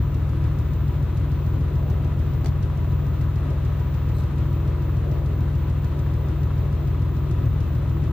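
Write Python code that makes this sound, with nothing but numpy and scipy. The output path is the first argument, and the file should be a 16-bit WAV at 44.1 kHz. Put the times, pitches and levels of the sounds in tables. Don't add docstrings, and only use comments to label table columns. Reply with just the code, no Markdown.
import sys
import numpy as np
from scipy import signal
from scipy.fft import rfft, irfft, next_fast_len
from scipy.io import wavfile
from scipy.ndimage import map_coordinates

SR = 44100
rng = np.random.default_rng(int(sys.argv[2]) if len(sys.argv) > 2 else 0)


def wav_out(sig):
    wavfile.write(sys.argv[1], SR, np.round(np.clip(np.atleast_2d(sig).T, -1, 1) * 32767).astype(np.int16))


N = 358091
T = np.arange(N) / SR


# (multiple of the engine cycle, level [dB])
EXHAUST_LINES = [(6, -37.8), (8, -54), (9, -28), (10, -54), (11, -43), (12, -27), (13, -51), (14, -50),
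                 (15, -31), (16, -45), (17, -39), (18, -34), (19, -42), (20, -45), (21, -29), (22, -47),
                 (23, -45), (24, -46), (25, -54), (27, -49), (30, -51), (31, -48), (33, -53), (34, -55),
                 (38, -53), (39, -49), (44, -55), (49, -55), (52, -54), (55, -55)]
# (frequency [Hz], relative level [dB])
GAS_COLOUR = [(15, -34), (33, -10), (52, -7.5), (78, -3.5), (105, 1), (148, 0.5), (175, -9.5), (240, -16),
              (400, -33)]

def exhaust(cycle, gas_db=-32.5, burn_db=2.5, waver=0.041, rough=0.019, puff_depth=0.11):
    phase = 2 * np.pi * (cycle - .068)
    gas_level = from_db(gas_db + burn_db * drift(2.5))
    effort = 1 + waver * drift(15)
    throb = 0
    for k, level_db in EXHAUST_LINES:
        lead = np.pi / 2 * (k % 6 == 3)
        lead += .5 * (k % 3 > 0)
        polarity = 1 if 8 < k < 22 else -1
        uneven = 1 + rough * drift(8.7)
        throb += polarity * from_db(level_db) * uneven * np.cos(k * phase + lead)
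    puffs = 1 + puff_depth * np.cos(2 * np.pi * 6 * (cycle - 0.02))
    gas = gas_level * puffs * air_noise(GAS_COLOUR)
    return np.sqrt(2) * effort * throb * pan(left_db=1.5) + gas


# (frequency [Hz], level [dB])
PULLEY_HUMS = [(75.6, -39), (100.1, -36.5)]

def pulleys():
    hums = sum(from_db(db) * np.sin(2 * np.pi * hz * T + drift(1.62)) for hz, db in PULLEY_HUMS)
    return np.sqrt(2) * hums


# (frequency [Hz], relative level [dB])
RUSH_COLOUR = [(120, -10.5), (245, -5), (330, 0), (460, -9), (580, -8.5), (820, -18.5), (1200, -15.5),
               (1500, -18.5), (2200, -24.5), (3900, -29.5), (4800, -39.5), (7000, -44.5), (9300, -50.5),
               (15000, -87)]
# (frequency [Hz], bandwidth [Hz], level [dB])
BLOCK_MODES = [(266, 8, -51), (412, 8, -56), (785, 14, -64), (862, 20, -61), (983, 22, -54),
               (1110, 40, -61), (1228, 35, -59), (1288, 22, -61), (1970, 60, -66), (2570, 60, -68),
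               (2714, 16, -71)]
# (frequency [Hz], relative level [dB])
HISS_COLOUR = [(6000, 4), (9300, -4), (10500, 1.5), (12300, 3.5), (15500, 3)]

def engine_bay(cycle, rush_db=-40.0, flutter_db=0.7, hiss_db=-66, spurt_db=2.6):
    rush = from_db(rush_db + flutter_db * drift(25)) * air_noise(RUSH_COLOUR)
    rings = sum(from_db(db) * unit_rms(resonance(rng.standard_normal(N), hz, width))
                for hz, width, db in BLOCK_MODES)
    since_firing = 3 * (cycle - .14) % 1
    hiss = from_db(hiss_db + spurt_db * (0.5 - 2 * since_firing)) * air_noise(HISS_COLOUR)
    return rush + rings * pan(left_db=6.5) + hiss


# (start [s], hold [s], level [dB])
ENGINE_LOADS = [(4.45, 2.4, -47.5), (7.285, .08, -38.5), (7.95, .2, -40.5)]

def bay_boom(hz=330, width_hz=30, rest_db=-53.0, ramp_s=0.16):
    loads = sum(from_db(db) * swell(start, ramp_s, hold, ramp_s) for start, hold, db in ENGINE_LOADS)
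    hollow = resonance(rng.standard_normal(N), hz, width_hz)
    hollow = resonance(hollow, hz, 3 * width_hz)
    return np.hypot(from_db(rest_db), loads) * unit_rms(hollow) * pan(left_db=3.0)


# (position [share of the cycle], level [dB], pitch [Hz])
VALVE_CONTACTS = [(.06, -35, 650), (.27, -35.5, 1130), (.49, -33, 1140), (0.503, -43, 1820),
                  (.54, -36.5, 1140), (.68, -32.5, 607), (.73, -38, 1080)]

def valve_gear(cycle, width_hz=260, scatter_db=2.0):
    clatter = np.zeros(N)
    for position, level_db, hz in VALVE_CONTACTS:
        count = np.floor(cycle - position)
        clicks = np.diff(count, prepend=count[0])
        force = from_db(level_db + scatter_db * rng.standard_normal(N))
        clatter += resonance(clicks * force, hz, width_hz)
    return clatter * pan(left_db=2.0)


# (frequency [Hz], relative level [dB])
TICK_COLOUR = [(1500, -23), (3500, 17.5), (6500, 13), (9000, 5), (12500, 6), (16000, -12)]
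# (time [s], level [dB])
TICK_ACCENTS = [(.7332, -55), (1.1712, -52.5), (2.6269, -53), (3.2131, -54), (5.1138, -55), (7.3113, -53),
                (7.6036, -54)]

def tappet(cycle, tick_db=-56.0, scatter_db=1.5, t60=.07):
    count, position = np.divmod(cycle + .012, 1)
    age_s = position / (np.gradient(cycle) * SR)
    hardness = np.minimum(rng.exponential(1, N), 2.5) - 1
    ticks = from_db(tick_db + scatter_db * hardness[count.astype(int)] - 60 * age_s / t60)
    accents = sum(blow(time, db, t60) for time, db in TICK_ACCENTS)
    return np.maximum(ticks, accents) * air_noise(TICK_COLOUR)


# (peak time [s], length [s], level [dB])
DRIVE_STRAINS = [(1.87, 0.94, -44), (3.0, 0.43, -44), (3.49, .25, -44), (4.72, 0.49, -45),
                 (5.11, 0.7, -39.5), (6.227, .25, -40.5), (6.7, 1, -45.5)]
# (frequency [Hz], relative level [dB])
WHIRR_COLOUR = [(200, -29), (370, 0), (460, -3), (600, -4), (800, -15), (1300, -32)]

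def drives(steady_db=-53, rise_share=0.42):
    power = from_db(steady_db) ** 2
    for peak, length, db in DRIVE_STRAINS:
        strain = from_db(db) * swell(peak, rise_share * length, 0, (1 - rise_share) * length)
        power += strain ** 2
    return np.sqrt(power) * air_noise(WHIRR_COLOUR)


def roof_motor(hz=299.7, level_db=-46, stop_s=1.6, sink_hz_per_s=57, fade_db_per_s=80, waver=0.0089):
    off_s = np.maximum(T - stop_s, 0)
    pitch = (hz - sink_hz_per_s * off_s) * (1 + waver * drift(8.1))
    hum = np.sqrt(2) * np.sin(2 * np.pi * np.cumsum(pitch) / SR)
    return from_db(level_db - fade_db_per_s * off_s) * hum


# (time [s], snap level [dB], snap t60 [s], knock level [dB])
LATCH_BLOWS = [(2.4448, -40.5, 0.033, -34), (2.459, -35.5, 0.037, -29), (2.468, -46, 0.052, -40),
               (2.482, -48, 0.054, -52)]
# (frequency [Hz], relative level [dB])
SNAP_COLOUR = [(400, -8), (750, 9), (1100, 5), (3000, -3), (4300, -1), (7000, -6.5), (9000, -16),
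               (11000, -16), (16000, -22)]
# (frequency [Hz], bandwidth [Hz], gain [dB])
FRAME_MODES = [(383, 63, 4.5), (644, 50, -4), (720, 40, -11)]

def roof_latch():
    snaps, knocks = np.zeros((2, N))
    for time, snap_db, t60, knock_db in LATCH_BLOWS:
        snaps += blow(time, snap_db, t60)
        knocks[round(time * SR)] = from_db(knock_db)
    frame = sum(from_db(db) * resonance(knocks, hz, width) for hz, width, db in FRAME_MODES)
    return snaps * air_noise(SNAP_COLOUR) + frame * pan(left_db=3.0)


# (centre time [s], length [s], lowest pitch [Hz], level [dB])
GLASS_SLIPS = [(4.156, .04, 3900, -62), (4.173, .016, 3950, -59), (4.183, .012, 4080, -59),
               (4.195, .03, 3750, -56), (4.208, .012, 3950, -57), (4.224, .024, 4000, -62)]
# (harmonic number, gain [dB])
SQUEAK_HARMONICS = [(1, 1.5), (2, -5), (3, -3)]

def window_squeak(bend=.25, jitter=0.011, grip_db=3.5, rasp_db=-5.0):
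    tone, rub = 0, 0
    for centre, length, hz, level_db in GLASS_SLIPS:
        travel = np.clip(2 * (T - centre) / length, -1, 1)
        pitch = hz * (1 + bend * travel ** 2) * (1 + jitter * drift(900))
        phase = 2 * np.pi * np.cumsum(pitch) / SR
        envelope = from_db(level_db) * (1 - travel ** 2)
        tone += envelope * sum(from_db(db) * np.sin(k * phase) for k, db in SQUEAK_HARMONICS)
        rub += envelope
    grip = from_db(grip_db * drift(120))
    rasp = from_db(rasp_db) * rub * air_noise(TICK_COLOUR)
    return tone * grip * pan(left_db=3.0) + rasp


# (time [s], rate [Hz])
WHINE_THROB = [(0, 1.64), (0.7, 0.86), (1.6, 2.5), (3.1, 1.1), (4.0, 1.02), (5.0, 3.77), (6.45, 5.56),
               (6.95, 2.82), (8.12, 4.84)]

def electrical_whine(hz=15034, level_db=-62.5, depth=0.36):
    throb = 1 + depth * np.cos(2 * np.pi * np.cumsum(over_time(WHINE_THROB)) / SR)
    return from_db(level_db) * throb * np.sin(2 * np.pi * hz * T) * pan(left_db=-11.5)


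# (frequency [Hz], side minus mid [dB])
AIR_WIDTH = [(50, -26), (140, -12), (300, -9), (650, -2), (1100, -7), (2000, -5.5), (3300, -4), (5500, 2.5),
             (8000, 1.5), (12000, 0.5)]
# (frequency [Hz], left minus right [dB])
AIR_BALANCE = [(60, 3.2), (250, 3), (600, 3.1), (1500, 2.6), (3500, 0.37), (4800, 4.6), (6500, 0.39),
               (8000, 1), (10000, 7.5), (14000, 2.8)]

def air_noise(colour):
    size = next_fast_len(N)
    mid, side = rfft(rng.standard_normal((2, size)))
    ears = mid + side * from_db(over_bins(AIR_WIDTH)) * [[1], [-1]]
    rolled_off = [(colour[0][0] / 2, -90), *colour, (colour[-1][0] * 2, -90)]
    spectrum = ears * from_db(over_bins(rolled_off)) * pan(over_bins(AIR_BALANCE))
    noise = irfft(spectrum, size)[:, :N]
    return noise / np.std(noise.mean(axis=0))


def resonance(x, hz, width_hz):
    r, w = np.exp(-np.pi * width_hz / SR), 2 * np.pi * hz / SR
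    return signal.lfilter([np.sin(w)], [1, -2 * r * np.cos(w), r * r], x + 1e-18)


def blow(time, level_db, t60):
    envelope, start = np.zeros(N), round(time * SR)
    age = T[:min(N - start, SR // 4)]
    envelope[start:start + len(age)] = from_db(level_db - 60 * age / t60)
    return envelope


def swell(full_at, attack, hold, release):
    rise = 1 + (T - full_at) / attack
    fall = 1 - (T - full_at - hold) / release
    return np.clip(np.minimum(rise, fall), 0, 1)


def drift(rate):
    knots = rng.standard_normal(1024)
    coarse = map_coordinates(knots, [T[::64] * rate], mode="wrap")
    return unit_rms(np.interp(T, T[::64], coarse))


def over_time(points):
    return np.interp(T, *np.transpose(points))


def over_bins(points):
    hz, value = np.transpose(points)
    bins_hz = np.fft.rfftfreq(next_fast_len(N), 1 / SR)
    return np.interp(np.log(bins_hz + 1), np.log(hz), value)


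def pan(left_db):
    return from_db(np.array([[.5], [-.5]]) * left_db)


def from_db(db):
    return 10 ** (np.asarray(db) / 20)


def unit_rms(x):
    return x / np.sqrt(np.mean(x ** 2) + 1e-20)


# (time [s], speed [rpm])
IDLE_SPEED = [(0, 804.5), (0.8, 821.8), (2.1, 825.1), (4.3, 818.2), (5.05, 822.2), (5.7, 820.4),
              (6.6, 812.7), (7.1, 827.0), (7.6, 814.5), (8.12, 844.4)]

def scene():
    cycle = .022 + np.cumsum(over_time(IDLE_SPEED) / 120) / SR
    engine = exhaust(cycle) + pulleys() + engine_bay(cycle) + bay_boom()
    clatter = valve_gear(cycle) + tappet(cycle)
    return engine + clatter + drives() + roof_motor() + roof_latch() + window_squeak() + electrical_whine()


def record(dry, cutoff_hz=15750, fade_s=.004):
    fade = np.minimum(1, np.minimum(T, T[-1] - T) / fade_s)
    high_cut = signal.ellip(12, .1, 90, cutoff_hz, fs=SR, output="sos")
    return signal.sosfilt(high_cut, dry * fade)


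dry = scene()
out = record(dry)
wav_out(out)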